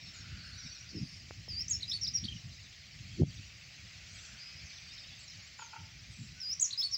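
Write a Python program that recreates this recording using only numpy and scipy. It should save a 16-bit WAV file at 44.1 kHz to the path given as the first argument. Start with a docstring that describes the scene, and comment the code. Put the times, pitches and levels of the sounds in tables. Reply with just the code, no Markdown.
"""A huge starling flock wheels over a field at dusk: filtered noise makes a steady hiss of wings and far chatter.
Short gliding tones add twitters, whistles, buzzes, chirps and warbles; filtered noise adds a far rush and wind.
Gusts and bumps strike the microphone; a near bird sings a sharp phrase of gliding tones.
The hardest bumps, halfway, duck the recorder's gain; later a far bird gives a hoarse double call of harmonics.
Faint far tones follow, and the near bird repeats most of its phrase."""
import sys
import numpy as np
from scipy import signal
from scipy.fft import rfft, irfft
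from scipy.io import wavfile
from scipy.ndimage import uniform_filter1d

SR = 44100
rng = np.random.default_rng(int(sys.argv[2]) if len(sys.argv) > 2 else 0)


def materialize(psi):
    """Save the field psi as 16-bit PCM at rate SR to the path in sys.argv[1].

    A 1-D psi becomes a single channel; in a 2-D psi each row is a channel.
    """
    bounded = np.clip(np.atleast_2d(psi).T, -1, 1)
    quanta = np.round(bounded * 32767).astype(np.int16)
    wavfile.write(sys.argv[1], SR, quanta)


N = 307377
TIME = np.arange(N) / SR
BINS = np.fft.rfftfreq(N, 1 / SR)

# flock loudness over time, before trims: time_s, wings_db, chatter_db
FLOCK_LEVELS = [(0, -57, -55), (.7, -58, -57.5), (1.4, -59.5, -57.5), (3.3, -59, -57.5),
                (4.2, -56.5, -55.5), (5, -56.5, -56.5), (5.7, -59, -57.5), (6.97, -61, -56.5)]


def gain_of(db):
    """Decibels to amplitude."""
    return 10 ** (np.asarray(db) / 20)


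def evened(x):
    """Scales to an rms of one."""
    return x / np.sqrt(np.mean(x ** 2) + 1e-20)


def read(points, hz):
    """Reads a spectrum on a log-frequency axis."""
    point_hz, value = np.transpose(points)
    return np.interp(np.log(hz + 1), np.log(point_hz + 1), value)


def add(mix, start_s, sound):
    """Mixes a sound in at a given time."""
    part = mix[max(round(start_s * SR), 0):][:len(sound)]
    part += sound[:len(part)]


def filtered(x, gain):
    """Applies a gain to each frequency bin."""
    return irfft(rfft(x) * gain, N)


def noise(gain):
    """Steady noise of unit rms with the given gain on each frequency bin."""
    return evened(filtered(rng.standard_normal(N), gain))


def wander(rate_hz):
    """A smooth random curve of unit rms."""
    return noise(np.exp(-(BINS / rate_hz) ** 2))


def patchy(colour, patchy_db, patch_s, patch_hz):
    """Noise whose level drifts in small patches of time and frequency."""
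    hz, t, z = signal.stft(rng.standard_normal(N), SR, nperseg=512, noverlap=384)
    patch_frames = max(round(patch_s / t[1]), 1)
    patch_bins = max(round(patch_hz / hz[1]), 1)
    patches = uniform_filter1d(rng.standard_normal(z.shape), patch_frames, axis=1)
    patches = evened(uniform_filter1d(patches, patch_bins, axis=0))
    z = z * gain_of(read(colour, hz)[:, None] + patchy_db * patches)
    return signal.istft(z, SR, nperseg=512, noverlap=384)[1][:N]


def band_rms(x, low_hz, high_hz):
    """Strength of x between two frequencies."""
    return np.std(filtered(x, (BINS > low_hz) * (BINS < high_hz)))


def field(x, wet_db, t60_s):
    """Sparse echoes scattered by the ground, hedges and trees."""
    t = TIME[:SR]
    taps = rng.choice([-1., 1.], SR) * (rng.random(SR) < 2000 / SR) * (t > .002)
    tail = taps * gain_of(-60 * t / t60_s)
    return x + gain_of(wet_db) * signal.fftconvolve(x, tail / np.linalg.norm(tail))[:N]


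def slur(length_s, start_hz, middle_hz, end_hz, warble=0, warble_per_s=0):
    """One pure note whose pitch bends through three points and may warble on the way."""
    u = np.linspace(0, 1, max(int(length_s * SR), 8))
    hz = np.polyval(np.polyfit([0, .5, 1], [start_hz, middle_hz, end_hz], 2), u)
    hz = hz * (1 + warble * np.sin(2 * np.pi * warble_per_s * length_s * u))
    return np.sin(2 * np.pi * np.cumsum(hz) / SR) * signal.windows.tukey(len(u), .5)


def slurs(rows):
    """Plays a table of bending notes."""
    out = np.zeros(N)
    for start_s, length_s, start_hz, middle_hz, end_hz, db in rows:
        add(out, start_s, gain_of(db) * slur(length_s, start_hz, middle_hz, end_hz))
    return out


def flock(split_hz=3600, wings_db=-0.52, chatter_db=-3.0):
    """Thousands of wings make the lower hiss; thousands of far calls blur into the upper one."""
    # hiss spectrum: freq_hz, density_rel_db
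    hiss_colour = [(290, -19), (500, -17.5), (644, -10.5), (998, -20), (1140, -12.5), (1510, -12.5),
                   (1940, -1.5), (2430, 0.5), (3480, -5), (4730, 2.5), (6340, -5), (7640, -16), (8720, -26),
                   (9320, -43), (12000, -61), (22000, -120)]
    time_s, wing_level, chatter_level = np.transpose(FLOCK_LEVELS)
    hiss = patchy(hiss_colour, patchy_db=1.62, patch_s=0.038, patch_hz=350)
    wings = filtered(hiss, 1 / (1 + (BINS / split_hz) ** 8))
    far_calls = hiss - wings
    wing_gain = gain_of(np.interp(TIME, time_s, wing_level) + wings_db)
    call_gain = gain_of(np.interp(TIME, time_s, chatter_level) + chatter_db)
    return (wings / band_rms(hiss, 1800, 3200) * wing_gain
            + far_calls / band_rms(hiss, 4000, 7000) * call_gain)


def chatter(count=760, base_db=-59.7, spread_db=2.5, low_hz=2000, high_hz=7800, bend=0.17,
            air_db=-16, warble=.012, gap_s=.06, swell_db=1.6):
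    """Birds each give three short twitters, fading; all swell together, and air dulls the high ones."""
    out = np.zeros(N)
    for when, height, length, sweep, arch, near, pace in rng.random((count, 7)):
        hz = low_hz + (high_hz - low_hz) * np.sqrt(height)
        tilt = bend * (sweep - .4) * (1 - height ** 2 / 2)
        middle_hz = hz * (1 + bend * (arch - .5) / 2)
        note = slur(0.01367 + 0.0399 * length ** 2, hz * (1 + tilt), middle_hz, hz * (1 - tilt),
                    warble, warble_per_s=60 * (.5 + pace))
        for k in range(3):
            start_s = when * N / SR + k * gap_s * (.5 + pace + length)
            db = base_db + spread_db * (2 * near - 1.5 - k / 2) + air_db * height ** 2
            add(out, start_s, note * gain_of(db))
    time_s, _, level = np.transpose(FLOCK_LEVELS)
    swell = np.interp(TIME, time_s, level - level.mean()) + swell_db * wander(rate_hz=3)
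    return field(out * gain_of(swell), wet_db=-8, t60_s=0.45)


def wind(trim_db=3, lumpy_db=3.0):
    """Lumpy low-frequency turbulence at the microphone port."""
    # wind level before trim: time_s, level_db
    wind_levels = [(0.0, -60), (0.41, -53), (0.7, -62), (1.46, -55), (1.61, -50), (2.1, -57.5),
                   (2.55, -55.5), (2.8, -63), (3.2, -48.5), (3.55, -60.5), (5.61, -64.5), (6.05, -60),
                   (6.25, -56.5), (6.44, -66), (6.97, -64.5)]
    # wind spectrum: freq_hz, density_rel_db
    wind_colour = [(20, -44), (50, -1), (100, 1.5), (165, -6), (230, -16), (330, -25), (500, -41),
                   (900, -65.5)]
    level_db = np.interp(TIME, *np.transpose(wind_levels)) + trim_db
    return noise(gain_of(read(wind_colour, BINS))) * gain_of(level_db + lumpy_db * wander(rate_hz=12))


def microphone(hiss_db=-69.5):
    """The recorder's own faint hiss."""
    # hiss spectrum: freq_hz, density_rel_db
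    hiss_colour = [(100, 29.5), (1000, -3), (9000, -8.5), (13500, -12), (14600, 5), (15700, 7),
                   (17000, -18)]
    return gain_of(hiss_db) * noise(gain_of(read(hiss_colour, BINS)))


def whistles():
    """Long thin bending notes from the edge of the flock."""
    # whistled notes: start_s, length_s, start_hz, middle_hz, end_hz, rel_level_db
    whistle_rows = [(0, 0.14, 5560, 5400, 5340, -51.5), (.407, 0.22, 8060, 8900, 8800, -76),
                    (.956, 0.28, 8940, 8990, 7900, -76), (4.36, 0.16, 4720, 4780, 4980, -52),
                    (4.37, 0.15, 4810, 5030, 5030, -50.5), (4.46, 0.18, 4930, 5030, 5090, -54.5),
                    (4.42, 0.17, 2495, 2543, 2500, -58), (5.07, 0.1, 4450, 3380, 4130, -57),
                    (5.571, 0.12, 7380, 6600, 6060, -51.5)]
    return slurs(whistle_rows)


def nearer_birds(flutter=0.32, trim_db=-1.5):
    """Nearer birds of the flock, fluttering or buzzing and half lost in echoes."""
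    calls = whistles() + warbles() + chirps() + flurries()
    calls = calls * (1 + flutter * wander(rate_hz=280))
    return gain_of(trim_db) * field(calls + buzzes(), wet_db=-8, t60_s=.35)


def buzzes():
    """High calls: fast, uneven trembling spreads each note into a band."""
    # buzzy notes: start_s, length_s, start_hz, middle_hz, end_hz, rel_level_db
    buzz_rows = [(.12, 0.11, 7380, 6800, 6350, -54.5), (2.32, .1, 5920, 5700, 5500, -52.5),
                 (4.09, 0.3, 8200, 7420, 7200, -62), (4.62, 0.25, 6300, 5900, 5900, -55.5),
                 (6.09, 0.23, 8400, 7410, 7700, -61)]
    return slurs(buzz_rows) * wander(rate_hz=430)


def clamour(centre_hz=1520, width_hz=260):
    """A faint far rush, one band of noise low in the flock's sound, that comes and goes."""
    # rush level: time_s, level_db
    clamour_levels = [(0, -106), (.15, -63), (.5, -60.5), (.9, -71.5), (1.2, -105), (3.9, -74), (4.35, -65),
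                      (4.7, -77)]
    band = noise(np.exp(-((BINS - centre_hz) / width_hz) ** 2))
    return band * gain_of(np.interp(TIME, *np.transpose(clamour_levels)))


def chirps(length_s=.046):
    """Single quick chirps of passing birds, equally long, gliding straight up or down."""
    # chirps: start_s, middle_hz, glide_hz_per_s, rel_level_db
    chirp_rows = [(.195, 5420, -9000, -52), (.36, 4310, -30000, -53), (.575, 5790, -11000, -47),
                  (.64, 5450, -21000, -46), (.715, 5720, -9000, -48.5), (.88, 4540, -17000, -51),
                  (.953, 5170, -21000, -47.5), (1.008, 4990, -24000, -51), (1.08, 5330, -16000, -53),
                  (4.725, 5250, 20000, -55), (4.752, 3800, -36000, -52), (4.91, 5200, 24000, -50.5),
                  (4.968, 5150, -20000, -53), (5.272, 5380, -19000, -48)]
    notes = []
    for start_s, hz, glide, db in chirp_rows:
        half_glide_hz = glide * length_s / 2
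        notes.append((start_s, length_s, hz - half_glide_hz, hz, hz + half_glide_hz, db))
    return slurs(notes)


def flurries(per_s=60, spread=0.15, bend=0.0856, spread_db=4):
    """Bursts of short overlapping chirps as birds pass nearer; most chirps fall in pitch."""
    # bursts, centre of each spread: start_s, end_s, pitch_hz, rel_level_db
    flurry_rows = [(0.35, .76, 4770, -54.5), (0.854, 1.2, 5060, -55), (4.701, 5.348, 4494, -56.5),
                   (5.201, 5.456, 6500, -59)]
    out = np.zeros(N)
    for start_s, end_s, hz, db in flurry_rows:
        for s in np.arange(start_s, end_s, 1 / per_s):
            late, height, length, sweep, arch, near = rng.uniform(-1, 1, 6)
            pitch_hz = hz * (1 + spread * height)
            tilt = bend * (sweep + 1 / 2)
            note = slur(0.0245 + .012 * length, pitch_hz * (1 + tilt),
                        pitch_hz * (1 + bend * arch / 2), pitch_hz * (1 - tilt))
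            add(out, s + late / per_s, note * gain_of(db + spread_db * near))
    return out


def warbles(swings_per_s=31, depth=0.0251, uneven=0.0202):
    """A held note swings quickly and unevenly in pitch, and is loudest at the top of each swing."""
    # warbled calls: start_s, length_s, mean_pitch_hz, rel_level_db
    warble_rows = [(.35, 0.25, 4430, -54), (.58, .3, 5620, -52), (4.9, .21, 5040, -54.5)]
    out = np.zeros(N)
    drift = 1 + uneven * wander(rate_hz=60)
    swing_hz = swings_per_s * (1 + .5 * wander(rate_hz=20))
    swing = np.sin(2 * np.pi * np.cumsum(swing_hz) / SR)
    for start_s, length_s, hz, db in warble_rows:
        part = slice(round(start_s * SR), round((start_s + length_s) * SR))
        pitch_hz = hz * drift[part] * (1 + depth * swing[part])
        tone = np.sin(2 * np.pi * np.cumsum(pitch_hz) / SR)
        loudness = (1 + swing[part] / 2) * signal.windows.tukey(len(tone), .5)
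        add(out, start_s, gain_of(db) * tone * loudness)
    return out


def gusts(low_cut_hz=85):
    """Gusts that strike the microphone: band noise in a bell-shaped swell."""
    # gusts: centre_s, centre_rms_db, bell_sigma_s, upper_edge_hz
    gust_rows = [(.655, -46.5, 0.0096, 230), (0.966, -40.5, 0.018, 357), (1.03, -38, 0.019, 254),
                 (2.247, -39, 0.0097, 244), (2.359, -45, 0.00903, 212), (2.46, -44, 0.017, 154),
                 (3.219, -26, .017, 348), (3.275, -38.5, 0.018, 203), (6.215, -44.5, .022, 228)]
    out = np.zeros(N)
    for centre_s, db, sigma_s, edge_hz in gust_rows:
        t = np.arange(-4 * sigma_s, 4 * sigma_s, 1 / SR)
        band = signal.butter(5, [low_cut_hz, edge_hz], "band", fs=SR, output="sos")
        swell = np.exp(-(t / sigma_s) ** 2 / 2)
        puff = signal.sosfilt(band, rng.standard_normal(SR))[-len(t):] * swell
        add(out, centre_s + t[0], gain_of(db) * evened(puff) * np.sqrt(np.mean(swell ** 2)))
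    return out


def knocks(edge_ratio=3.18):
    """Bumps and ticks on the recorder's body: a push with a quicker, harder edge.

    The dip on either side is where the microphone sheds its bass."""
    # knocks: centre_s, push_peak_db, push_hz, edge_db_re_push
    knock_rows = [(1.034, -30.5, 128, -40), (1.3093, -39.5, 440, 4), (1.481, -45, 510, -12),
                  (3.2214, -9.5, 136, -14), (3.2344, -9.5, 126, -15)]
    out = np.zeros(N)
    t = np.arange(-.02, .02, 1 / SR)
    for centre_s, db, hz, edge_db in knock_rows:
        push = (np.pi * hz * t) ** 2
        edge = (np.pi * hz * edge_ratio * t) ** 2
        pulse = (1 - 2 * push) * np.exp(-push) + gain_of(edge_db) * (1 - 2 * edge) * np.exp(-edge)
        add(out, centre_s + t[0], gain_of(db) * pulse)
    return out


def syllable(length_s, start_hz, turn_hz, end_hz, turn, ease, bend, accent, swell_db,
             attack_s=0.0028, release_s=0.0022):
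    """Time, pitch and loudness: pitch eases into its turn, bends away; level swells towards the accent."""
    t = np.arange(0, length_s, 1 / SR)
    u = t / length_s
    before = np.maximum(1 - u / turn, 0)
    after = np.maximum((u - turn) / (1 - turn), 0)
    hz = turn_hz + (start_hz - turn_hz) * before ** ease + (end_hz - turn_hz) * after ** bend
    away = abs(u - accent)
    gate = np.minimum(np.minimum(t / attack_s, (length_s - t) / release_s), 1)
    return t, hz, gate * gain_of(-swell_db * away / away.max())


def singer(jitter=0.006, second_db=-30, third_db=-39, rasp_db=-17, rasp_hz=650, tremble_db=1.5):
    """A near bird: a trembling, gliding tone with faint overtones, which rasps where pitch moves fast."""
    # syllables by name, pitches before pitch_factor, turn and accent as shares of length (accent may
    # lie past the end); higher ease settles sooner, bend under 1 leaves at once, over 1 late:
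    # length_s, start_hz, turn_hz, end_hz, turn, ease, bend, accent, swell_db
    syllable_shapes = { "swoop": (0.14, 5400, 4645, 5750, .42, 2, 2.6, 1.04, 7.7),
                       "flick": (.01, 5600, 6500, 7400, .5, 0.9, 1.1, 0.48, 7.6),
                       "peak": (.036, 8420, 6850, 7150, .75, 1.3, 1.1, 0.69, 22.8),
                       "drop": (0.0356, 6100, 5290, 5500, 0.44, 2.66, 1.7, 0.086, 11),
                       "hitch": (.013, 3100, 4100, 4250, .6, 1.5, 1, 0.54, 6),
                       "chip": (0.0208, 4850, 3900, 3640, 0.667, 1.22, 1, 0.52, 15.4),
                       "level": (0.0455, 4850, 5200, 5130, 0.55, 1.4, 1.9, 0.55, 9.8),
                       "lift": (0.013, 3550, 3420, 4020, 0.32, 1.5, 1.6, 1, 6.6),
                       "rise": (.049, 3750, 4480, 4200, .3, 2, 2.5, 0.15, 6.4),
                       "scoop": (0.0275, 5950, 5430, 5950, .5, 2.1, 2.2, 0.97, 7.4),
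                       "fall": (0.0243, 5700, 4850, 4600, .65, 1.3, 1.5, 0.33, 9),
                       "tseep": (.031, 5980, 5600, 5720, .6, 2, 2.7, 0.83, 14.5),
                       "arch": (.02, 2700, 4650, 2770, 0.465, 2.18, 2.44, 1.2, 2.6),
                       "pip": (0.017, 2700, 3220, 2900, .5, 1.9, 2.4, .5, 17.4), }
    # song: start_s, syllable_name, accent_rel_db, pitch_factor
    song_rows = [(1.484, "swoop", -34, 1), (1.679, "flick", -35, 0.94), (1.692, "peak", -24.5, 0.95),
                 (1.729, "drop", -31.5, 1), (1.802, "hitch", -42, 1.01), (1.821, "chip", -30.5, 1),
                 (1.877, "level", -35.5, .99), (1.895, "drop", -37, 1.01), (1.912, "lift", -32, 1.02),
                 (1.927, "rise", -35.5, 1.01), (2.011, "scoop", -31, 1), (2.037, "fall", -31.5, .99),
                 (2.064, "hitch", -37.5, 1), (2.073, "fall", -31, 1.01), (2.136, "tseep", -25.5, 1),
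                 (2.165, "fall", -33, 1.02), (2.238, "arch", -36.5, 1), (2.279, "pip", -33.5, 1),
                 (2.319, "pip", -39, 0.94), (2.359, "pip", -45.5, 0.91), (6.401, "swoop", -34, 1.05),
                 (6.595, "flick", -29, 0.97), (6.602, "peak", -20, 0.98), (6.638, "fall", -27, 1.173),
                 (6.705, "hitch", -38, 1.01), (6.724, "chip", -30, 1.01), (6.775, "level", -26.5, 1.001),
                 (6.813, "lift", -36.5, 0.99), (6.825, "rise", -30.5, 1.005), (6.911, "scoop", -34, 0.99),
                 (6.936, "fall", -28, 1.005)]
    # song filter: freq_hz, gain_db
    song_colour = [(8300, 0.5), (9000, 7.5), (9500, -16), (10700, -3), (13000, -31), (15500, 12.5)]
    out = np.zeros(N)
    waver = 1 + jitter * wander(rate_hz=930)
    rasp = gain_of(rasp_db) * wander(rate_hz=rasp_hz)
    for start_s, name, db, pitch_factor in song_rows:
        t, hz, loudness = syllable(*syllable_shapes[name])
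        glide_hz = uniform_filter1d(hz, size=100) * pitch_factor
        strain = np.minimum(.4 + abs(np.gradient(glide_hz)) * SR / 60000, 3)
        phase = 2 * np.pi * np.cumsum(glide_hz * np.interp(start_s + t, TIME, waver)) / SR
        second = gain_of(second_db) * np.sin(2 * phase)
        third = gain_of(third_db) * np.sin(3 * phase) * (3 * glide_hz < SR / 2)
        tone = np.sin(phase) + second + third
        tone = tone * (1 + strain * np.interp(start_s + t, TIME, rasp))
        add(out, start_s, tone * loudness * gain_of(db))
    out = out * gain_of(tremble_db * wander(rate_hz=330))
    out = filtered(out, gain_of(read(song_colour, BINS)))
    close = field(out, wet_db=-10, t60_s=.09)
    return field(close, wet_db=-8, t60_s=0.23)


def croaker(rough=0.073, arch=0.27, hoarse=1.2):
    """A far, hoarse double call: notes start hard and arch in pitch through a narrow throat."""
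    # hoarse notes, pitch at 0.8 of the swell: start_s, length_s, pitch_hz, rel_level_db
    croak_rows = [(5.589, 0.019, 448, -42), (5.618, 0.019, 469, -43), (5.728, 0.032, 441, -45.5),
                  (5.76, 0.017, 462, -42)]
    # throat resonances: centre_hz, width_hz, rel_gain_db
    throat_rows = [(900, 210, -1.5), (1415, 160, -0.5), (2550, 660, -12)]
    out = np.zeros(N)
    waver = 1 + rough * wander(rate_hz=240)
    for start_s, length_s, hz, db in croak_rows:
        swell = np.sin(np.pi * np.sqrt(np.linspace(0, 1, int(length_s * SR)))) ** 2
        pitch_hz = hz * (1 + arch * (swell - .8)) * waver[round(start_s * SR):][:len(swell)]
        phase = 2 * np.pi * np.cumsum(pitch_hz) / SR
        voice = sum(np.cos(k * phase) for k in range(1, 8))
        breath = 1 + hoarse * rng.standard_normal(len(swell))
        add(out, start_s, gain_of(db) * voice * breath * swell)
    throat = sum(gain_of(db) / (1 + (2 * (BINS - hz) / width_hz) ** 2)
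                 for hz, width_hz, db in throat_rows)
    return field(filtered(out, throat), wet_db=-4.0, t60_s=0.37)


def far_tones():
    """Faint far-off bending tones that waver in level."""
    # tones: start_s, length_s, start_hz, middle_hz, end_hz, rel_level_db
    tone_rows = [(6.35, 0.12, 1487, 1510, 1560, -58.5), (6.36, .75, 1118, 1113, 1132, -70.5)]
    return slurs(tone_rows) * (.8 + .35 * wander(rate_hz=22))


def scene():
    """Birds far and near, faint wavering tones in the distance, and the wind."""
    birds = flock() + chatter() + nearer_birds() + singer() + croaker()
    distance = clamour() + far_tones()
    at_microphone = wind() + gusts() + knocks() + microphone()
    return (birds + distance + at_microphone)[None]


def record(dry, threshold_db=-27, recovery_db_per_s=170, share=0.69, bass_cut_hz=42, edge_hz=15900):
    """Sheds deep bass, ducks everything briefly after the loudest peaks, then limits the band."""
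    dry = filtered(dry, 1 - 1 / (1 + (BINS / bass_cut_hz) ** 4))
    power_db = 10 * np.log10(signal.lfilter(np.ones(400) / 400, 1, dry[0] ** 2) + 1e-12)
    # peak hold that falls at the recovery rate
    fall_db = TIME * recovery_db_per_s
    held_db = np.maximum.accumulate(power_db + fall_db) - fall_db
    over_db = np.maximum(held_db - threshold_db, 0)
    ducked = dry / gain_of(share * uniform_filter1d(over_db, size=100))
    low_pass = signal.firwin(511, edge_hz, window=("kaiser", 9), fs=SR)
    return signal.oaconvolve(ducked, low_pass[None], "same")


dry = scene()
out = record(dry)
materialize(out)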